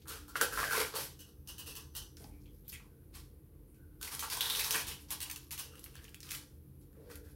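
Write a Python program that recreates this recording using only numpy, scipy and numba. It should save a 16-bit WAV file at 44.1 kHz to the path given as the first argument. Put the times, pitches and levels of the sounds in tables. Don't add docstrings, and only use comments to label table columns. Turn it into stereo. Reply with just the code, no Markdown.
import sys
import numpy as np
from scipy import signal
from scipy.fft import rfft, irfft, next_fast_len
from scipy.io import wavfile
from scipy.ndimage import uniform_filter1d
from numba import njit

SR = 44100
rng = np.random.default_rng(int(sys.argv[2]) if len(sys.argv) > 2 else 0)


def undo_db(level):
    steps = np.asarray(level, float) / 20
    return 10 ** steps


def output_pcm(signal):
    pcm = np.clip(np.atleast_2d(signal).T, -1, 1) * 32767
    wavfile.write(sys.argv[1], SR, np.round(pcm).astype(np.int16))


N = 324267

# pitch in Hz, level in dB per Hz.
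HUM_COLOUR = [(15, -41.5), (25, -19), (80, -0.5), (108, -11), (141, -3), (161, -16.5), (270, -18),
              (301, -10.5), (405, -21.5), (516, -22), (560, -38.5), (1040, -41.5), (7510, -49),
              (11600, -32), (16000, -39)]
# pitch in Hz, width in Hz, level in dB.
FRIDGE_MODES = [(47.6, 3.44, 2.5), (75.4, 4.8, 2.5), (135.3, 5, -1.5), (190, 22, -5), (295, 1.9, -5),
                (417, 230, -33), (5000, 2500, -35.5)]
# pitch in Hz, likeness from 0 to 1.
HUM_LIKENESS = [(60, 0.98), (130, 0.83), (300, 0.81), (640, 0.6), (1400, 0)]
# time in seconds, rumble above its rest in dB.
THUDS = [(0.1, 4.5), (0.588, 13.5), (0.951, 4.5), (1.21, 5.5), (1.64, 11), (2.292, 11.5), (2.742, 9),
         (3.78, 8.5), (4.89, 15.5), (5.15, 5.5), (6.118, 0.5), (7.19, 4)]
# start in
# seconds, end in seconds, pitch in Hz, width in Hz, level in dB.
SQUEAKS = [(0, .05, 4470, 6040, -65), (1.8, 1.94, 5900, 120, -70), (2.02, 2.17, 5830, 120, -73),
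           (2.18, 2.3, 10000, 7000, -62.5), (2.31, 2.41, 2340, 350, -75.5), (2.475, 2.52, 3170, 500, -72),
           (2.46, 2.5, 2380, 500, -73), (2.86, 3.06, 1520, 200, -84), (5.4, 5.505, 11500, 5000, -63),
           (2.4, 2.62, 5520, 5000, -76), (2.645, 2.7, 3600, 893, -79), (5.4, 5.5, 5000, 6040, -64),
           (2.52, 2.67, 12260, 5000, -70.5), (2.79, 2.87, 2400, 400, -73), (2.73, 2.77, 3270, 600, -58),
           (2.8, 2.86, 3200, 600, -74), (2.815, 2.9, 1030, 450, -73), (3.68, 3.74, 9460, 3000, -72),
           (3.77, 3.998, 1480, 160, -78), (6.8, 6.84, 10500, 3990, -70), (6.95, 7.09, 1510, 900, -80),
           (6.98, 7.27, 456, 90, -60), (7.04, 7.09, 4520, 2490, -75), (7.11, 7.19, 1700, 900, -68),
           (7.24, 7.338, 1610, 450, -73), (7.3, 7.33, 11500, 2500, -64)]

# start in seconds, snap level in dB, ring pitch in Hz, ring against the snap in dB.
STRIP_SNAPS = [(0.056, -54.5, 1330, 5), (0.074, -37, 9000, -20), (0.0811, -31.5, 1440, -12.5),
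               (0.2803, -37, 1340, -12), (0.524, -33, 1500, 0), (0.5728, -29.5, 1500, 0),
               (0.709, -31.5, 1480, 4.5), (0.717, -34.5, 1510, 1.5), (0.699, -31, 1620, 2),
               (0.939, -41, 1000, -5), (0.955, -23.5, 4700, -27.5), (1.1915, -37, 3200, -17),
               (1.2057, -43, 2920, -14.5), (1.4886, -40, 2920, -21), (1.5955, -41, 2900, -15),
               (1.9645, -30, 3100, -18), (1.474, -33, 2900, -30), (1.5812, -30, 3000, -18),
               (1.661, -36, 2920, -12), (1.7525, -32, 3040, -12), (1.951, -28, 2960, -35),
               (2.6494, -55.5, 3580, -9.5), (2.6798, -44, 12900, 8), (2.7207, -36, 10600, -7),
               (2.727, -42.5, 2330, -2.5), (3.1403, -42.5, 4640, -11)]
# start in seconds, snap level in dB, ring pitch in Hz, ring against the snap in dB.
LID_SNAPS = [(4.0123, -29, 1510, -13.5), (4.1931, -20.5, 6060, -21.5), (4.2244, -31, 1140, 0.5),
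             (4.2255, -36, 2700, -2), (4.3002, -22.5, 5000, -9.5), (4.4534, -29, 3510, -10),
             (4.5945, -16, 2640, -12), (4.7444, -33.5, 1740, 8), (4.8686, -25, 3050, -29),
             (5.0103, -49, 11300, 2), (5.2037, -23, 9050, -26), (5.215, -23.5, 2930, -13),
             (5.508, -26, 2670, -16), (5.5125, -31, 11700, -3), (5.5777, -25, 2930, -13.5),
             (3.745, -55, 2800, -12.5), (5.9404, -43.5, 2630, -12), (6.8132, -51.5, 700, -27),
             (7.0997, -42.5, 1997, -10)]
# start in seconds, snap level in dB, ring pitch in Hz, ring against the snap in dB.
SHARP_CRACKS = [(0.3552, -33.5, 1410, 10.5), (0.4024, -31, 1760, -2), (0.4122, -4.5, 1500, -9),
                (2.169, -40, 5700, -1.5), (2.4577, -57, 3200, 6.5), (2.695, -56, 5070, 17.5),
                (2.722, -43, 3286, -9), (4.0278, -20, 6300, -44.5), (4.0766, -27, 2290, -10),
                (4.1425, -27.5, 5810, -10), (4.3712, -21.5, 980, -13.5), (4.408, -12, 3660, -5.5),
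                (4.4995, -16, 3700, -4.5), (4.5496, -20, 3480, -4.5), (4.6441, -18, 5500, -13),
                (4.678, -33, 5540, -4), (4.7076, -8.5, 5740, -10.5), (4.9158, -37.5, 3100, 2.5)]
# start in seconds, snap level in dB, ring pitch in Hz, ring against the snap in dB.
LOOSE_CRACKS = [
    (5.0862, -50, 5500, 1),
    (5.1054, -17, 990, -29),
    (5.111, -25, 11500, 0),
    (5.126, -33, 11100, 2),
    (5.2283, -19.5, 2940, -35),
    (5.2988, -21, 2440, -11),
    (5.3118, -19.5, 2340, -25),
    (5.36, -23.5, 2950, -16.5),
    (5.5142, -29, 9050, -8),
    (5.5965, -19.5, 2860, -23),
]
# start in seconds, snap level in dB, ring pitch in Hz, ring against the snap in dB.
DRY_TICKS = [(5.7545, -32.5, 2880, -14), (5.833, -38, 6000, -13), (5.7804, -44, 2680, -3),
             (5.7934, -34.5, 11400, -5), (5.8409, -27.5, 12100, -4.5), (5.8616, -39.5, 2280, 2),
             (5.9545, -29, 1740, -12), (5.9897, -50, 1732, 2), (6.042, -33.5, 6500, -14),
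             (6.0515, -43.5, 2850, 0.5), (6.092, -37, 1730, -21), (6.1445, -27, 3120, -13),
             (6.2041, -29, 5860, -12), (6.2301, -29.5, 5200, -5), (6.2527, -43, 6050, -7),
             (6.268, -37.5, 3680, -6), (6.2906, -25.5, 3270, -19), (6.3085, -17, 2530, -23),
             (6.317, -16.5, 2500, -15), (6.3487, -20, 3110, -18), (6.93, -49.5, 1716, -12),
             (7.1558, -30.5, 12000, -3.5), (5.966, -43, 4500, 0), (6.0807, -49.5, 2870, 3)]
# start in seconds, snap level in dB, ring pitch in Hz, ring against the snap in dB.
TAPS = [
    (2.172, -61, 1670, 4.5),
    (2.201, -65, 700, -3),
    (2.203, -63, 380, 8),
    (2.241, -49.5, 790, -2.5),
    (2.245, -60.5, 257, 14),
    (2.801, -59, 1200, 6.5),
]
# start in seconds, snap level in dB, ring pitch in Hz, ring against the snap in dB.
FLICKS = [(4.1492, -24.5, 11000, -3), (4.3695, -21.5, 8500, -4.5), (4.415, -27, 3900, 2.5),
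          (4.4265, -31, 3200, 0.5), (4.451, -32, 3000, 1), (4.458, -30.5, 3700, 2), (4.468, -29, 3800, 3),
          (4.506, -27, 3800, 2.5), (4.7446, -23.5, 3350, -3), (4.751, -30.5, 1800, 3),
          (4.725, -26.5, 6900, 4), (4.595, -20, 5500, -3.5), (0.575, -32, 1300, 5), (0.63, -30, 1100, 5),
          (0.64, -27.5, 1500, 3.5), (0.59, -29, 1500, 1), (0.778, -35.5, 450, 6), (0.8, -28, 2200, -10),
          (2.7275, -41, 2700, -3), (2.797, -51, 2350, 7), (2.683, -53, 5200, 0), (2.2415, -40, 5400, -4),
          (6.305, -29.5, 6000, -4), (7.1005, -47.5, 1120, 0.5), (4.232, -32, 1170, -1)]

# pitch in Hz, time to fall 60 dB in seconds, level in dB.
ROOM_BANDS = [(322, 0.41, -17.5), (1000, 0.29, -3), (3040, 0.24, 1.5), (6660, 0.32, 3), (13720, 0.11, 13)]
# start in seconds, end in seconds, pitch in Hz, width in Hz, level in dB.
PATCHES = [(.575, .63, 1100, 250, -43), (.62, .7, 1590, 150, -46), (.73, .83, 1030, 248, -42.5),
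           (.74, .86, 2150, 710, -44), (.77, .8, 444, 91.6, -45.5), (.76, .9, 12300, 5000, -67),
           (.935, 1.0, 476, 110, -50), (.97, 1.08, 11700, 5000, -51), (.06, .2, 1230, 598, -62.5),
           (.41, .46, 2904, 1503, -46.5), (.412, .44, 446, 120, -42), (.52, .57, 1510, 250, -49),
           (.93, 1.03, 1100, 700, -49), (.93, .96, 3500, 3000, -49), (2.2, 2.3, 496, 600, -70),
           (.42, .5, 635, 249.4, -62), (.58, .7, 655, 249, -52), (1.2, 1.25, 2940, 220, -60.5),
           (1.485, 1.525, 2900, 350, -54.5), (1.585, 1.625, 2920, 350, -54), (1.67, 1.73, 2650, 300, -56.5),
           (1.76, 1.8, 2850, 350, -56), (1.955, 2.05, 3070, 200, -66), (2.728, 2.775, 2300, 900, -55),
           (5.205, 5.27, 2900, 301, -55), (4.225, 4.29, 1070, 303, -57), (4.31, 4.345, 4750, 894, -43.5),
           (4.32, 4.4, 1000, 251, -52), (4.42, 4.435, 3120, 696, -51), (4.45, 4.475, 3520, 704, -44),
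           (4.43, 4.48, 1610, 496, -50.5), (4.5, 4.54, 3790, 500, -41.5), (4.6, 4.64, 2700, 700, -51),
           (4.75, 4.81, 1610, 602, -54), (4.87, 4.96, 2920, 500, -60), (5.62, 5.78, 2780, 350, -66.5),
           (5.72, 5.76, 1320, 300, -66), (5.95, 6.0, 2960, 1500, -60.5), (5.99, 6.11, 1700, 300, -70),
           (6.04, 6.1, 2850, 400, -77)]

# full pull reached
# in seconds, held in seconds, film rustle in dB, fade in dB per second, strain on the tub wall against the
# rustle in dB.
STRIP_TUGS = [(0.103, 0.0056, -46.5, 130, 12), (0.3, 0.014, -65.5, 130.5, 12),
              (0.368, 0.002, -40.5, 606, -2), (0.424, 0.0018, -33, 268.5, -14),
              (0.53, 0.076, -43.5, 98, -9), (0.6, 0.068, -42, 200, 18.5), (0.721, 0.045, -35.5, 140, 8.5),
              (0.778, 0.031, -35, 263, 11), (0.956, 0.037, -36.5, 195, -25), (1.209, 0.004, -61, 128, -16),
              (1.491, 0.0056, -48.5, 244, -2), (1.599, 0.0055, -52.5, 204, 6.5),
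              (1.679, 0.0094, -47, 203, -4), (1.768, 0.0056, -52, 186, 5), (1.962, 0.005, -47, 204, 2),
              (2.18, 0.039, -62.5, 132, -27), (2.74, 0.004, -64, 137, -32), (2.83, 0.0091, -88, 137, 13),
              (3.154, 0.004, -52, 204.5, 2.5)]
# full pull reached in seconds, held in seconds, film rustle in dB,
# fade in dB per second, strain on the tub wall against the rustle in dB.
LID_TUGS = [(4.035, 0.0035, -44, 106, -8), (4.12, 0.1, -49, 100, 8.5), (4.236, 0.0026, -39, 300, -12),
            (4.32, 0.004, -38.5, 122, -10), (4.418, 0.004, -35, 125, 6), (4.46, 0.0091, -42, 150, -5),
            (4.51, 0.055, -38, 119.5, -2), (4.599, 0.0032, -37.5, 148.7, -6), (4.655, 0.028, -42.5, 150, 7),
            (4.715, 0.004, -36.5, 199.5, 0), (4.747, 0.0017, -32, 190, 4.5), (4.88, 0.03, -45.5, 190, -4),
            (5.12, 0.0033, -35, 387, 6), (5.22, 0.066, -52.5, 127, 11), (5.527, 0.0025, -47, 300, 2),
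            (5.591, 0.0033, -40, 293, -1), (5.64, 0.004, -61, 140, -9), (5.72, 0.36, -65.5, 100, 3),
            (6.24, 0.08, -55.5, 108, 5), (6.317, 0.0025, -43, 212, -30), (6.951, 0.23, -82, 59.6, -14.5),
            (7.114, 0.0022, -53.5, 247, 11), (7.249, 0.006, -65, 123, -1)]
# start in seconds, stretched film ring against the rustle in dB, tub air against the rustle in dB.
HOLDS = [(0, 3.5, -6.5), (0.345, 7, -1.1), (0.48, 0, -5.5), (0.9, -2.5, -8.5), (1.07, 4, -13.5),
         (2.12, -23, -11), (2.7, -2, -14), (3, -23.5, -23), (3.95, -6.5, -16), (4.36, 14, -15.5),
         (4.48, 12.5, -17.5), (4.63, -0.5, -17.5), (4.73, 10.5, -14), (5.06, 3.5, -22), (5.65, 1, -2),
         (6.2, -6, -37), (6.85, -23.5, 15), (7.09, -23, 1)]
# time in seconds, pitch in Hz.
FILM_PITCH = [(0, 2860), (1.19, 3040), (1.4, 2765), (1.48, 2920), (1.9, 2737), (1.95, 3020), (2.2, 2990),
              (2.35, 2400), (2.75, 2464), (4, 2740), (4.4, 3390), (4.58, 3770), (4.72, 3800), (4.76, 2380),
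              (4.88, 2850), (7.4, 3065)]
# time in seconds, pitch in Hz.
WALL_PITCH = [(0, 1270), (.55, 1402), (.66, 1700), (.85, 1290), (1.1, 1030), (2.85, 1032), (4.2, 999),
              (5.3, 1000), (7.4, 1500)]
# pitch in Hz, level in dB.
FILM_COLOUR = [(300, -37.5), (800, -10.5), (1500, -5), (3000, -4), (5500, 0.5), (7000, -4), (11500, 0),
               (16000, -7.5)]
# start in seconds, end in seconds, share from 0 to 1.
DANGLES = [
    (1.154, 2.152, 1),
    (4.386, 4.85, 0.29),
    (5.16, 5.4, 0.38),
    (5.564, 6.002, 0.6),
]
# pitch in Hz, left minus right in dB.
MIC_LEAN = [(60, -3), (110, 1), (200, 1.5), (380, 0.5), (700, 4), (1290, 0), (2380, 3), (4400, -1.5),
            (8120, 0), (15000, 1)]


def colour(x, points):
    hz, db = np.transpose(points)
    size = next_fast_len(x.shape[-1])
    log_hz = np.log(np.arange(size // 2 + 1) * SR / size + 1)
    gain = undo_db(np.interp(log_hz, np.log(hz), db))
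    return irfft(rfft(x, size) * gain, size)[..., :x.shape[-1]]


def unit(x):
    return x / np.sqrt(np.mean(x ** 2))


def along(table):
    s, value = np.transpose(table)
    return np.interp(np.arange(N) / SR, s, value)


def span(a, b, edge_s):
    return np.interp(np.arange(N) / SR, [a - edge_s, a + edge_s, b - edge_s, b + edge_s], [0, 1, 1, 0])


def walk(rate):
    k = int(SR / rate)
    steps = np.repeat(rng.standard_normal(N // k + 1), k)
    return unit(uniform_filter1d(uniform_filter1d(steps, k), k)[:N])


@njit
def svf(x, hz, width):
    y, band, low = np.empty(len(x)), 0., 0.
    for i in range(len(x)):
        g, k = np.tan(np.pi * hz[i] / SR), width / hz[i]
        v = (band + g * (x[i] - low)) / (1 + g * (g + k))
        band, low, y[i] = 2 * v - band, low + 2 * g * v, k * v
    return y


def ring(x, hz, width_hz):
    return np.array([svf(side, hz + np.zeros(len(side)), 1. 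* width_hz) for side in x])


def double_ring(x, hz, width_hz):
    return ring(ring(x, hz, width_hz), hz, width_hz)


def ticks(size, rate, spread_db):
    happens, sign, strength, spot = rng.random((size, 4)).T
    size_db = np.minimum(-spread_db * np.log(1 - strength), 12.)
    left = (happens < rate / SR) * np.sign(sign - .5) * undo_db(size_db)
    shift = np.round(9 * (spot - .5)).astype(int)
    place = np.clip(np.arange(size) + shift, 0, size - 1)
    return np.array([left, np.bincount(place, left, size)])


def stick_slip_rings(table, rate, spread_db, edge_s):
    rub, out = ticks(N, rate, spread_db) * undo_db(2.0 * walk(30)), np.zeros((2, N))
    drift = 1 + .015 * walk(12)
    for a, b, hz, width, db in table:
        part = slice(max(int((a - edge_s) * SR), 0), int((b + edge_s) * SR))
        gone = np.linspace(-.5, .5, len(drift[part]))
        pitch = hz * drift[part] * (1 - 0.031 * gone)
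        tone = unit(double_ring(rub[:, part], pitch, width))
        out[:, part] += undo_db(db - 4 * gone) * span(a, b, edge_s)[part] * tone
    return out


def fridge_and_hiss():
    noise = rng.standard_normal((2, N))
    modes = sum(undo_db(db) * unit(double_ring(noise, hz, 2 * width)) for hz, width, db in FRIDGE_MODES)
    mid, side = undo_db(-2.0) * unit(colour(noise[:, ::-1], HUM_COLOUR)) + undo_db(-2.5) * unit(modes)
    mid = colour(mid, [(hz, 10 * np.log10(1 + np.clip(c, 0, .99))) for hz, c in HUM_LIKENESS])
    side = colour(side, [(hz, 10 * np.log10(1 - np.clip(c, 0, .99))) for hz, c in HUM_LIKENESS])
    t, rise_s, fall_s = np.arange(N) / SR, 0.13, 0.077
    thud_db = sum(db * np.exp(np.minimum((t - s) / rise_s, (s - t) / fall_s)) for s, db in THUDS)
    mid = mid + (undo_db(thud_db - 4.5) - 1) * colour(mid, [(90, -7.0), (160, -12.0)])
    mid = mid * undo_db(0.6 * walk(3.01))
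    return undo_db(-54.5) * np.array([mid + side, mid - side]) / mid.std()


def finger_squeaks():
    return stick_slip_rings(SQUEAKS, rate=1400, spread_db=2.0, edge_s=0.025)


def snaps():
    length, settle_s, bounce_s = 4096, 0.0069, 0.001
    direct, thrown, t = np.zeros((2, N + length)), np.zeros(N + length), np.arange(length) / SR
    treble = signal.butter(N=2, Wn=2500, btype="high", fs=SR, output="sos")
    # rows, (thrown at the walls, after-crackle), both in dB against the snap
    kinds = [(STRIP_SNAPS, (8.9, -9)), (LID_SNAPS, (6, -11)), (SHARP_CRACKS, (-1.5, -13)),
             (LOOSE_CRACKS, (-0.4, -13)), (DRY_TICKS, (-2, -17.5)), (TAPS, (1.4, -9.5)),
             (FLICKS, (-4.5, -17.5))]
    for rows, (wall_db, settle_db) in kinds:
        for s, db, hz, ring_db in rows:
            push = undo_db(settle_db) * ticks(length, rate=4000, spread_db=10.0) * np.exp(-t / settle_s)
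            lag, side_db = rng.integers(2, 7), 1.6 * rng.standard_normal()
            push[[0, 1], [lag, 4]] += 1
            bounce = rng.integers(8, 130, (2, 10))
            flips = np.resize([1, -1, -1], bounce.shape[1])
            push[[[0], [1]], bounce] += undo_db(-2) * np.exp(-bounce / (bounce_s * SR)) * flips
            bright = signal.sosfilt(treble, push)
            tone = ring(push, hz, hz / 5)
            x = undo_db(db + 0.5) * (bright + undo_db(ring_db) * tone / np.max(np.abs(tone)))
            start = int(s * SR) + 12
            direct[:, start:start + length] += undo_db(side_db * np.array([[.5], [-.5]])) * x
            thrown[start:start + length] += undo_db(wall_db) * x[0]
    return direct[:, :N], thrown[:N]


def kitchen(x):
    t, echoes, gap_s = np.arange(SR // 2) / SR, 0, 0.0066
    for hz, t60, db in ROOM_BANDS:
        noise = rng.standard_normal((2, len(t)))
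        noise[1] += max(500 / hz - .3, 0) * noise[0]
        band = colour(noise, [(hz / 4, -30), (hz / 1.92, -3), (hz, 0), (hz * 2.3, -3), (hz * 4, -30)])
        band = band / band.std(axis=1, keepdims=True) * np.sqrt(hz)
        echoes = echoes + undo_db(db - 60 * t / t60) * band
    echoes = echoes * np.clip(t / gap_s - .5, 0, 1)
    echoes = colour(echoes, [(300, 10.5), (16000, -12)])
    echoes = echoes / np.sqrt(np.sum(echoes ** 2) / 2)
    return undo_db(-3) * signal.fftconvolve(x[None], echoes, axes=1)[:, :N]


def ringing_patches():
    return stick_slip_rings(PATCHES, rate=1500, spread_db=6.5, edge_s=.008)


def tugs():
    rise_db_s, rest_db = 946.5, -92.5
    t, rustle, strain = np.arange(0, N, 32) / SR, undo_db(2 * rest_db), undo_db(2 * rest_db)
    for s, held, db, fade, wall_db in STRIP_TUGS + LID_TUGS:
        swell = rise_db_s * np.maximum(s - t, 0)
        sink = fade * np.maximum(t - s - held, 0)
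        power = undo_db(2 * (db - swell - sink))
        rustle, strain = rustle + power, strain + power * undo_db(2 * wall_db)
    return [np.repeat(np.sqrt(p), 32)[:N] for p in (rustle, strain)]


def peel():
    rustle, strain = tugs()
    s, ring_db, air_db = np.transpose(HOLDS)
    hold = np.clip(np.searchsorted(s, np.arange(N) / SR) - 1, 0, None)
    ring_db, air_db = (uniform_filter1d(db[hold], size=1024) for db in (ring_db, air_db))
    seam = ticks(N, rate=6000, spread_db=9.0) * undo_db(2.0 * walk(70))
    film = undo_db(4.0) * unit(colour(seam, FILM_COLOUR))
    taut = undo_db(ring_db - 16.5) * unit(ring(seam, along(FILM_PITCH), 600.))
    wall = undo_db(-16.0) * unit(ring(seam, along(WALL_PITCH), 260.0))
    air = undo_db(-3.0 + 2.5 * walk(25)) * unit(double_ring(seam, 450, 143))
    floor = undo_db(-8.5) * unit(double_ring(seam, 320.0, 160.0))
    floor = floor + undo_db(-6.5) * unit(ring(seam, 629.0, 470.0))
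    air_drive = np.hypot(rustle * undo_db(air_db), undo_db(-72.5))
    return undo_db(-3.5) * (rustle * (film + taut) + strain * wall + air_drive * (air + floor))


def dangling(x):
    share = np.clip(sum(c * span(a, b, 0.018) for a, b, c in DANGLES), 0, 1)
    t, pulls = np.arange(N) / SR, np.array([0] + [row[0] for row in STRIP_TUGS + LID_TUGS])
    since_pull = t - pulls[np.searchsorted(pulls, t, side="right") - 1]
    slack = 1.0 * np.clip(since_pull, 0, .08)
    skin_hz = along(FILM_PITCH) * (1.03 - uniform_filter1d(slack, size=256))
    x = x + share * (1.3 * double_ring(x, skin_hz, 300.0) + .8 * ring(x, 6150, 500))
    for hz, width, depth in ((2250, 900, .97), (6950, 770, 0.654)):
        x = x - share * depth * ring(x, hz, width)
    return x


def scene():
    (direct, thrown), seam = snaps(), peel()
    left, right, walls = dangling(np.vstack([direct + seam, thrown + seam[0]]))
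    patches = ringing_patches()
    squeaks = finger_squeaks()
    echoes = kitchen(walls + 0.65 * patches[0])
    return np.array([left, right]) + patches + echoes + fridge_and_hiss() + squeaks


def band_limit(x):
    return signal.sosfilt(signal.butter(12, 16990, fs=SR, output="sos"), x)


def record(dry):
    x = np.array([colour(dry[k], [(hz, db * (.5 - k)) for hz, db in MIC_LEAN]) for k in (0, 1)])
    x = signal.sosfilt(signal.butter(N=3, Wn=38, btype="high", fs=SR, output="sos"), x)
    x = signal.sosfilt(signal.ellip(8, .2, 60, 15780, fs=SR, output="sos"), x)
    return band_limit(x)


dry = scene()
out = record(dry)
output_pcm(out)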